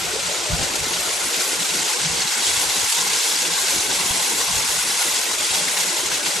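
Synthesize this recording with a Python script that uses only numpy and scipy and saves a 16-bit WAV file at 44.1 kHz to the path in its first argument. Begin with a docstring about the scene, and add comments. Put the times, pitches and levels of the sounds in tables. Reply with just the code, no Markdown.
"""Outdoors by planted beds, water pours and splashes steadily: a surging high hiss of spray and drops
over a rush of ringing bubbles and a deep churn. A bush screens the treble at first; the echo off a hard
surface close to the microphone hollows the midrange. Light air and the moving hand rumble on the
hand-held microphone, and the camera's noise suppressor makes the low water burble."""
import sys
import numpy as np
from scipy import signal
from scipy.fft import rfft, irfft, next_fast_len
from scipy.io import wavfile
from scipy.ndimage import uniform_filter1d, map_coordinates

SR = 44100
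rng = np.random.default_rng(int(sys.argv[2]) if len(sys.argv) > 2 else 0)


def waveform_to_disk(signal):
    """Save audio, clipped to [-1, 1], as 16-bit WAV at the path in sys.argv[1]."""
    frames = np.transpose(np.atleast_2d(signal))
    scaled = np.clip(frames, -1, 1) * 32767
    samples = np.round(scaled).astype(np.int16)
    wavfile.write(sys.argv[1], SR, samples)


N = 282240


# the bright colour of the spray: f/Hz, level/dB
SPRAY_COLOUR = [(250, -33), (1500, -8.5), (2200, -5), (3050, -4), (3500, -1), (4500, 0.5), (5300, 1.2),
                (6900, 3.5), (8200, 2.5), (9000, -1), (9800, -12), (11000, -22), (13000, -45), (14500, -70)]
# the spray comes out from behind the bush and recedes again: t/s, level/dB
SPRAY_FADER = [(0, -26.5), (.75, -26), (1.5, -24), (2.2, -22.5), (2.5, -21.5), (3.2, -21.5), (4.1, -22.5),
               (5.6, -22.5), (6.4, -25)]
def spray(flow_db):
    """Drops tick on a sheet of hiss, the tiny bubbles they trap tinkle, and heavier drops patter."""
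    drops = grains(2360, 7960, cycles=0.63, heft_db=0, rise=0.028, count=16000, samples=70)
    tinkle = grains(1803, 8980, cycles=33, heft_db=0.5, rise=0.0014, count=3200, samples=600)
    patter = grains(1496, 6510, cycles=7, heft_db=1.5, rise=0.003, count=900, samples=500)
    hiss = patchy_noise(patchy_db=0.7) + amp(-6) * drops + amp(-8) * tinkle + amp(-14) * patter
    return stereo(hiss, SPRAY_COLOUR) * amp(curve(SPRAY_FADER) + flow_db + 0.29 * wobble(28))


# the airy top of the mist: f/Hz, level/dB
MIST_COLOUR = [(5000, -46), (8000, -10.5), (9000, 0.5), (9800, 2.2), (10900, 4), (11800, 0), (12500, -3),
               (13200, -9), (13700, -35), (14300, -48)]
# the mist opens up where no leaves are in the way: t/s, level/dB
MIST_FADER = [(0, -37), (.6, -38.5), (1.05, -34.5), (1.45, -31.5), (2.1, -36), (2.6, -30.5), (3.7, -31),
              (4.2, -29.5), (5, -30), (5.4, -31), (5.9, -32), (6.4, -35.5)]
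def mist(flow_db):
    """The finest droplets sizzle above the spray; the leaves screen them most."""
    sizzle = stereo(patchy_noise(patchy_db=2.5), MIST_COLOUR)
    return sizzle * amp(curve(MIST_FADER) + flow_db + 0.54 * wobble(23.6))


# the rush in the open: f/Hz, level/dB
OPEN_COLOUR = [(250, -57), (340, -12), (390, -7), (455, 1.5), (570, 1), (660, 1.5), (850, 3.5), (1050, 1.5),
               (1300, 0), (1700, 0), (2100, 0), (2800, 0), (5000, -5), (9000, -60)]
# the duller, boxier rush from behind the bush: f/Hz, level/dB
SCREENED_COLOUR = [(250, -59), (340, -0.5), (410, -6), (600, -5), (800, -2.5), (1000, -5.5), (1170, -10),
                   (1400, -2.5), (1650, -8.5), (2000, -5.5), (2800, -5.5), (5000, -10), (9000, -60)]
def rush(flow_db, facing):
    """Crowds of short-lived bubbles ring in the froth, which follows the surges only in part."""
    bubbles = grains(1002.5, 3182, cycles=13.4, heft_db=0.6, rise=0.0055, count=2500, samples=900)
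    burble = grains(382.3, 1101.6, cycles=20.6, heft_db=-1, rise=0.0059, count=700, samples=2000)
    froth = patchy_noise(patchy_db=1.1) + amp(-13) * bubbles + amp(-18.5) * burble
    coloured = facing * stereo(froth, OPEN_COLOUR) + (1 - facing) * stereo(froth, SCREENED_COLOUR)
    return coloured * amp(-30 + 0.58 * flow_db)


# the low body of the pour: f/Hz, level/dB
CHURN_COLOUR = [(60, -22), (120, -16.5), (165, -8.5), (220, -1), (290, 2), (350, 2.5), (440, 2), (520, 3),
                (900, -50)]
# the churn swells and sinks: t/s, level/dB
CHURN_FADER = [(0, -40), (.7, -41), (1.1, -42), (1.5, -38.5), (2.15, -40.5), (3, -45), (4, -41.5),
               (4.8, -43), (5.5, -45), (5.9, -39.5), (6.12, -40), (6.4, -43)]
def churn():
    """Large bubbles boil unevenly and glug in bursts around one deep pitch."""
    boil = stereo(patchy_noise(patchy_db=3.5), CHURN_COLOUR)
    level = amp(curve(CHURN_FADER) + 0.55 * wobble(16))
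    bursts = 1 + np.tanh(1.8 * wobble(22))
    glugs = unit(bursts * narrow_noise(centre_hz=174.3, width_hz=42))
    return level * (boil + amp(-7) * glugs)


def gurgling(hz, t, power, depth_db=1.5, reach_hz=620):
    """Bubbles come in clumps: a gain that breaks the low water into lumps and gaps."""
    clumps = patches((len(hz), len(t)), bins=4, frames=8)
    gain = amp(depth_db * np.minimum(clumps, 1) / (1 + (hz / reach_hz) ** 4))
    return gain / np.sqrt(np.mean(gain ** 2, axis=1, keepdims=True))


# the flow spurts or slackens for a moment: t/s, change/dB, length/s
SPURTS = [(.177, -2, .018), (.262, 1.2, .02), (.405, -2.5, 0.017), (.635, 4, 0.014), (.7, -0.5, 0.042),
          (.759, 3.5, 0.0074), (1.08, 0.6, 0.052), (1.19, -2, .011), (1.41, 1.5, 0.019), (1.574, -2, .016),
          (1.9, 2.5, 0.016), (2.05, 0.5, .018), (2.13, -1.3, 0.048), (2.255, -4.5, 0.015),
          (2.3, -3, 0.0086), (2.47, 1.4, 0.032), (2.672, -1.6, .018), (2.92, 1.5, 0.016),
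          (3.039, -1.5, 0.011), (3.27, 0.5, .018), (3.5, -2.5, .027), (3.712, 1, 0.013), (3.875, -3, 0.018),
          (4.356, -2, .02), (4.45, -2.5, 0.018), (4.633, -0.8, 0.013), (4.85, -2, 0.017),
          (4.962, -1, 0.013), (5.01, 2, .02), (5.28, -2.3, 0.041), (5.37, -3, 0.013), (5.555, 2, .02),
          (5.808, 2.5, 0.022), (6.023, -3, 0.014), (6.095, -4.5, 0.01), (6.145, 3.5, .02),
          (6.223, -2.5, .015), (6.275, 2.7, 0.011)]
def flow():
    """Spurts and landing clumps of water make the level surge, in dB per sample."""
    return sum(db * hump(s, length) for s, db, length in SPURTS) + 0.77 * wobble(120)


# accents of falling water: t/s, relative level/dB
SLAP_HITS = [(0.932, -11.5), (1.34, -12), (1.6297, -30), (2.045, -11), (2.212, -14), (3.68, -12.5),
             (3.911, -11), (4.48, -14), (5.5458, -11), (5.768, -13), (6.259, -10.5)]
# the wet smack of a slap: f/Hz, level/dB
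SLAP_COLOUR = [(400, -25), (900, 1), (1400, 6), (3000, 10), (4500, 10), (8000, -2), (13000, -40)]
def slaps(attack_s=0.0045, trim_db=-11.5):
    """A lump of water bursts in a brief, fuller splash."""
    age = np.arange(SR // 10) / SR / attack_s
    envelope = np.zeros(N + len(age))
    for s, db in SLAP_HITS:
        envelope[int(s * SR):][:len(age)] += amp(db + trim_db) * age * np.exp(1 - age)
    return envelope[:N] * stereo(rng.standard_normal((2, N)), SLAP_COLOUR)


# close drops that ring clearly: t/s, level/dB, f/Hz
PLINKS = [(.755, -16, 6300), (1.411, -17, 1460), (1.63, -13, 3445), (1.891, -19, 3190), (2.22, -10, 4307),
          (2.447, -19, 3790), (3.914, -16, 2050), (4.012, -18, 2860), (6.117, -20, 1550),
          (6.135, -16, 2700), (6.151, -19, 2584)]
def plinks(attack_s=0.00033, decay_s=0.0024, rise_per_s=1.5):
    """A drop on water traps a bubble, whose ring climbs slightly as it dies."""
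    t = np.arange(SR // 20) / SR
    envelope = np.exp(-t / decay_s) * (1 - np.exp(-t / attack_s))
    rings = np.zeros(N + len(t))
    for s, db, hz in PLINKS:
        ring = np.sin(2 * np.pi * hz * t * (1 + rise_per_s * t / 2))
        rings[int(s * SR):][:len(t)] += amp(db) * envelope * ring
    return rings[:N]


# sharp close ticks: t/s, level/dB
LEAF_TICKS = [(.806, -15), (1.2098, -8), (2.796, -17), (3.36, -15), (3.479, -13), (4.62, -16),
              (5.729, -13.5), (6.023, -15)]
def leaf_ticks(hz=8000, length_s=0.00009):
    """A drop on a leaf only ticks, for about one cycle."""
    return blips([(s, db, hz, length_s) for s, db in LEAF_TICKS])


# hollow gulps: t/s, level/dB, f/Hz, length/s
GULPS = [(.087, -32.5, 720, .02), (.14, -29, 406, 0.0093), (.163, -24, 440, 0.0078), (.197, -32, 573, .011),
         (.293, -32, 600, .012), (.47, -32, 613, 0.0098), (.84, -32, 431, 0.014), (1.416, -29, 480, 0.0098),
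         (2.025, -33.5, 140, 0.015), (2.068, -29.5, 158, 0.023), (2.125, -36.5, 163, 0.028),
         (2.255, -32, 182, 0.005), (3.071, -31, 850, .009), (3.332, -36, 440, 0.0094),
         (3.439, -30, 513, 0.01), (3.643, -34, 386, .012), (3.73, -28, 560, .011), (4.165, -40, 786, 0.011),
         (4.316, -34, 467, .012), (4.917, -32, 826, .01), (5.059, -31, 345, 0.0084),
         (5.071, -31, 477, 0.014), (5.939, -33.5, 345, 0.01), (6.037, -30, 357, 0.0072)]
def gulps():
    """The pour gulps in short notes that bend upward."""
    return blips(GULPS, rise_per_s=1.6)


# how clearly the hollow sings through: t/s, level/dB
HOLLOW_FADER = [(0, -53), (.25, -41.5), (.7, -43), (1.05, -44), (1.25, -52.5), (6.4, -41)]
def hollow():
    """The falling water excites one narrow resonance in fits: a faint, broken note."""
    fits = 1 + np.tanh(wobble(18))
    return amp(curve(HOLLOW_FADER)) * unit(fits * narrow_noise(centre_hz=589, width_hz=60))


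# puffs of air: t/s, level/dB, length/s
GUSTS = [(0.154, -47.5, 0.19), (0.533, -30.5, 0.033), (.625, -35, 0.033), (0.862, -49, .2),
         (2.094, -43, 0.06), (2.58, -45, .1), (2.817, -42, 0.032), (3.387, -57, .02), (3.76, -41, 0.036),
         (3.89, -49, .03), (4.05, -57, .2), (4.42, -47, .029), (4.554, -39, 0.051), (4.726, -50, 0.07),
         (5.517, -47, .013), (6.097, -49.5, .045)]
# the rumble of the air: f/Hz, level/dB
WIND_COLOUR = [(10, -42), (30, -14), (50, -10.5), (70, -8), (105, -6.5), (200, -14), (600, -65)]
# how alike the rumble is left and right: f/Hz, likeness/0-1
WIND_LIKENESS = [(40, 0.5), (90, 0.5), (180, 0)]
def wind(calm_db=-56):
    """Puffs of air over a faint draught buffet the microphone's two ports."""
    draught = amp(calm_db + 2.6 * wobble(16))
    puffs = sum(amp(db) * hump(s, length) for s, db, length in GUSTS)
    flutter = amp(2.5 * wobble(24.9))
    return (draught + puffs) * flutter * stereo(rng.standard_normal((2, N)), WIND_COLOUR, WIND_LIKENESS)


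# soft handling thumps: t/s, level/dB, f/Hz, length/s
HAND_BUMPS = [(.497, -38, 85, .008), (.537, -29, 66, .011), (.537, -32, 154, 0.015), (.628, -32, 66, .011),
              (.622, -36, 151, 0.014), (4.11, -24.5, 69.6, 0.0043)]
def hand_bumps():
    """The moving hand bumps the microphone's body."""
    return blips(HAND_BUMPS)


def near_echo(x, delay_s, strength, dull_hz):
    """One close reflection, dull and inverted; beside the direct sound it cuts evenly spaced dips."""
    echo = lambda hz: -strength * np.exp(-2j * np.pi * hz * delay_s) / (1 + (hz / dull_hz) ** 4)
    return filtered(x, echo)


# brief ducks in the low end: t/s, change/dB, length/s, from f/Hz, up to f/Hz
LOW_DIPS = [(.37, -13, 0.031, 0, 100), (1.204, -17, 0.018, 0, 260), (1.355, -14, 0.011, 0, 230),
            (1.454, -9, 0.043, 2, 230), (1.936, -9, 0.076, 2, 330), (2.34, -15, 0.033, 3, 377),
            (2.445, -15, .017, 0, 403), (2.748, -12, 0.015, 0, 300), (2.81, -10, 0.022, 0, 330),
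            (2.9, -24, 0.025, 370, 690), (2.933, -21, 0.024, 0, 320), (3.23, -21, 0.034, 3, 300),
            (3.323, -13, 0.042, 0, 200), (3.39, -4, .025, 150, 760), (3.445, -6, 0.024, 0, 130),
            (4.26, -17, 0.03, 0, 170), (4.677, -10, 0.025, 150, 774), (4.82, -12, 0.015, 300, 750),
            (4.92, -12, 0.02, -3, 170), (5.022, -15, 0.037, 2, 360), (5.482, -8, 0.013, 250, 780),
            (5.873, -7.5, 0.12, 10, 270)]
def low_dips(hz, t, power):
    """A gain that sinks the low end for a moment, each time between different pitches."""
    change_db = 0
    for s, db, length, lo_hz, hi_hz in LOW_DIPS:
        band = 1 / (1 + (hz / hi_hz) ** 8) / (1 + (lo_hz / (hz + 1)) ** 8)
        change_db += db * np.exp(-((t - s) / length) ** 2) * band
    return amp(change_db)


def suppressor(hz, t, power, cut_db=-18, reach_hz=820, knee_db=-10.5):
    """A gain that turns low bands down when they fall well under their usual level."""
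    smoothed = np.abs(uniform_filter1d(power, size=3, axis=1))
    threshold = np.median(smoothed, axis=1, keepdims=True) * amp(knee_db) ** 2 + 1e-20
    return amp(cut_db / (1 + (smoothed / threshold) ** 2) / (1 + (hz / reach_hz) ** 4))


# how alike the water is left and right: f/Hz, likeness/0-1
WATER_LIKENESS = [(50, 0), (130, 0.8), (300, 0.7), (800, 0.57), (1200, 0.28), (2000, 0.57), (4000, 0.67),
                  (7000, 0.78), (10000, .58), (13000, 0.15)]
def stereo(pair, colour, likeness=WATER_LIKENESS):
    """Two unrelated streams become a coloured left and right, their middle at rms 1."""
    def response(hz):
        width = np.arccos(np.clip(along(likeness, hz), -1, 1)) / 2
        return amp(along(colour, hz)) * [np.cos(width), np.sin(width)]
    mid, side = filtered(pair, response)
    return np.array([mid + side, mid - side]) / np.std(mid)


def grains(lo_hz, hi_hz, cycles, heft_db, rise, count, samples):
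    """Two streams of damped rings at random times and pitches; heft_db scatters their levels."""
    when, pitch, heft, life, stream = rng.random((count, 5)).T[:, :, None]
    hz = lo_hz * (hi_hz / lo_hz) ** pitch
    turns = hz * np.arange(samples) / SR
    age = turns / (cycles * (0.5 + life))
    level = amp(heft_db * np.minimum(-np.log(1 - heft), 5))
    rings = level * np.exp(-age) * np.sin(2 * np.pi * turns * (1 + rise * age))
    at = (when * N).astype(int) + np.arange(samples) + (stream > 0.5) * (N + samples)
    streams = np.bincount(at.ravel(), rings.ravel(), 2 * (N + samples)).reshape(2, -1)
    return unit(streams[:, :N])


def blips(rows, rise_per_s=0):
    """Short tones that swell and fade, their pitch climbing by a share a second."""
    t = np.arange(N) / SR
    tones = np.zeros(N)
    for s, db, hz, length in rows:
        turns = hz * (t - s) * (1 + rise_per_s * (t - s) / 2)
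        tones += amp(db) * hump(s, length) * np.cos(2 * np.pi * turns)
    return tones


def patchy_noise(patchy_db):
    """Two noises with shared patches of random gain in time and pitch."""
    spectra = signal.stft(rng.standard_normal((2, N)), nperseg=512)[2]
    gain = amp(patchy_db * patches(spectra.shape[1:], bins=6, frames=10))
    return unit(signal.istft(spectra * gain, nperseg=512)[1][:, :N])


def patches(shape, bins, frames):
    """A random field smoothed over pitch and time, rms 1."""
    field = uniform_filter1d(rng.standard_normal(shape), size=bins, axis=0)
    return unit(uniform_filter1d(field, size=frames, axis=1))


def narrow_noise(centre_hz, width_hz):
    """Noise through one narrow resonance, rms 1."""
    resonance = lambda hz: 1 / (1 + (2 * (hz - centre_hz) / width_hz) ** 2)
    return unit(filtered(rng.standard_normal(N), resonance))


def filtered(x, response):
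    """x times a complex response of frequency."""
    size = next_fast_len(N + SR // 2)
    return irfft(rfft(x, size) * response(np.fft.rfftfreq(size, 1 / SR)), size)[..., :N]


def reshaped(x, gain):
    """x under a gain that depends on frequency, time and its own short-time power."""
    hz, t, spectra = signal.stft(x, SR, nperseg=1024, noverlap=768)
    power = np.mean(np.abs(spectra) ** 2, axis=0)
    return signal.istft(spectra * gain(hz[:, None], t, power), SR, nperseg=1024, noverlap=768)[1][:, :N]


def hump(s, length):
    """A smooth rise and fall of height 1 around time s."""
    shape = np.zeros(N)
    near = np.arange(max(int((s - 4 * length) * SR), 0), min(int((s + 4 * length) * SR), N))
    shape[near] = np.exp(-((near / SR - s) / length) ** 2)
    return shape


def wobble(rate):
    """A smooth random curve, rate knots a second."""
    return map_coordinates(rng.standard_normal(4096), [np.arange(N) * rate / SR], mode="wrap")


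def curve(points):
    """(t/s, value) points read at every sample."""
    return np.interp(np.arange(N) / SR, *np.transpose(points))


def along(points, hz):
    """(f/Hz, value) points read on a log axis."""
    knots_hz, values = np.transpose(points)
    return np.interp(np.log(hz + 1), np.log(knots_hz + 1), values)


def amp(db):
    """Decibels to gain."""
    return 10 ** (np.asarray(db) / 20)


def unit(x):
    """Scaled to rms 1."""
    return x / np.sqrt(np.mean(x ** 2) + 1e-20)


# how squarely the microphone faces the near water: t/s, share/0-1
FACING = [(0, 0), (.9, 0.1), (1.5, 0.33), (2.2, 1), (3.2, 1), (4.5, 1), (5.6, 0.68), (6.4, 0.54)]
# the pan of each band: f/Hz, left minus right/dB
PAN = [(70, -2.5), (200, 2), (450, 2.5), (650, 3.5), (1100, 6.5), (1700, 3), (2300, .5), (7000, 0.3),
       (10000, 0.5), (12500, -2.5)]
def scene():
    """Facing the water, each port gets its own close echo; the midrange leans left."""
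    flow_db = flow()
    facing = np.clip(curve(FACING), 0, 1)
    splash = spray(flow_db) + mist(flow_db) + slaps() + plinks() + leaf_ticks()
    pour = reshaped(rush(flow_db, facing) + churn(), gurgling) + gulps() + hollow()
    water = splash + pour
    left_echo = near_echo(water[0], delay_s=0.001632, strength=0.28, dull_hz=3900)
    right_echo = near_echo(water[1], delay_s=0.001674, strength=0.59, dull_hz=1710)
    mix = water + facing * np.array([left_echo, right_echo]) + wind() + hand_bumps()
    ducked = reshaped(mix, low_dips)
    return filtered(ducked, lambda hz: amp(along(PAN, hz) * np.array([[0.5], [-0.5]])))


def record(dry):
    """The camera suppresses weak low noise and keeps nothing above its band limit."""
    return filtered(reshaped(dry, suppressor), lambda hz: hz < 15800)


dry = scene()
out = record(dry)
waveform_to_disk(out)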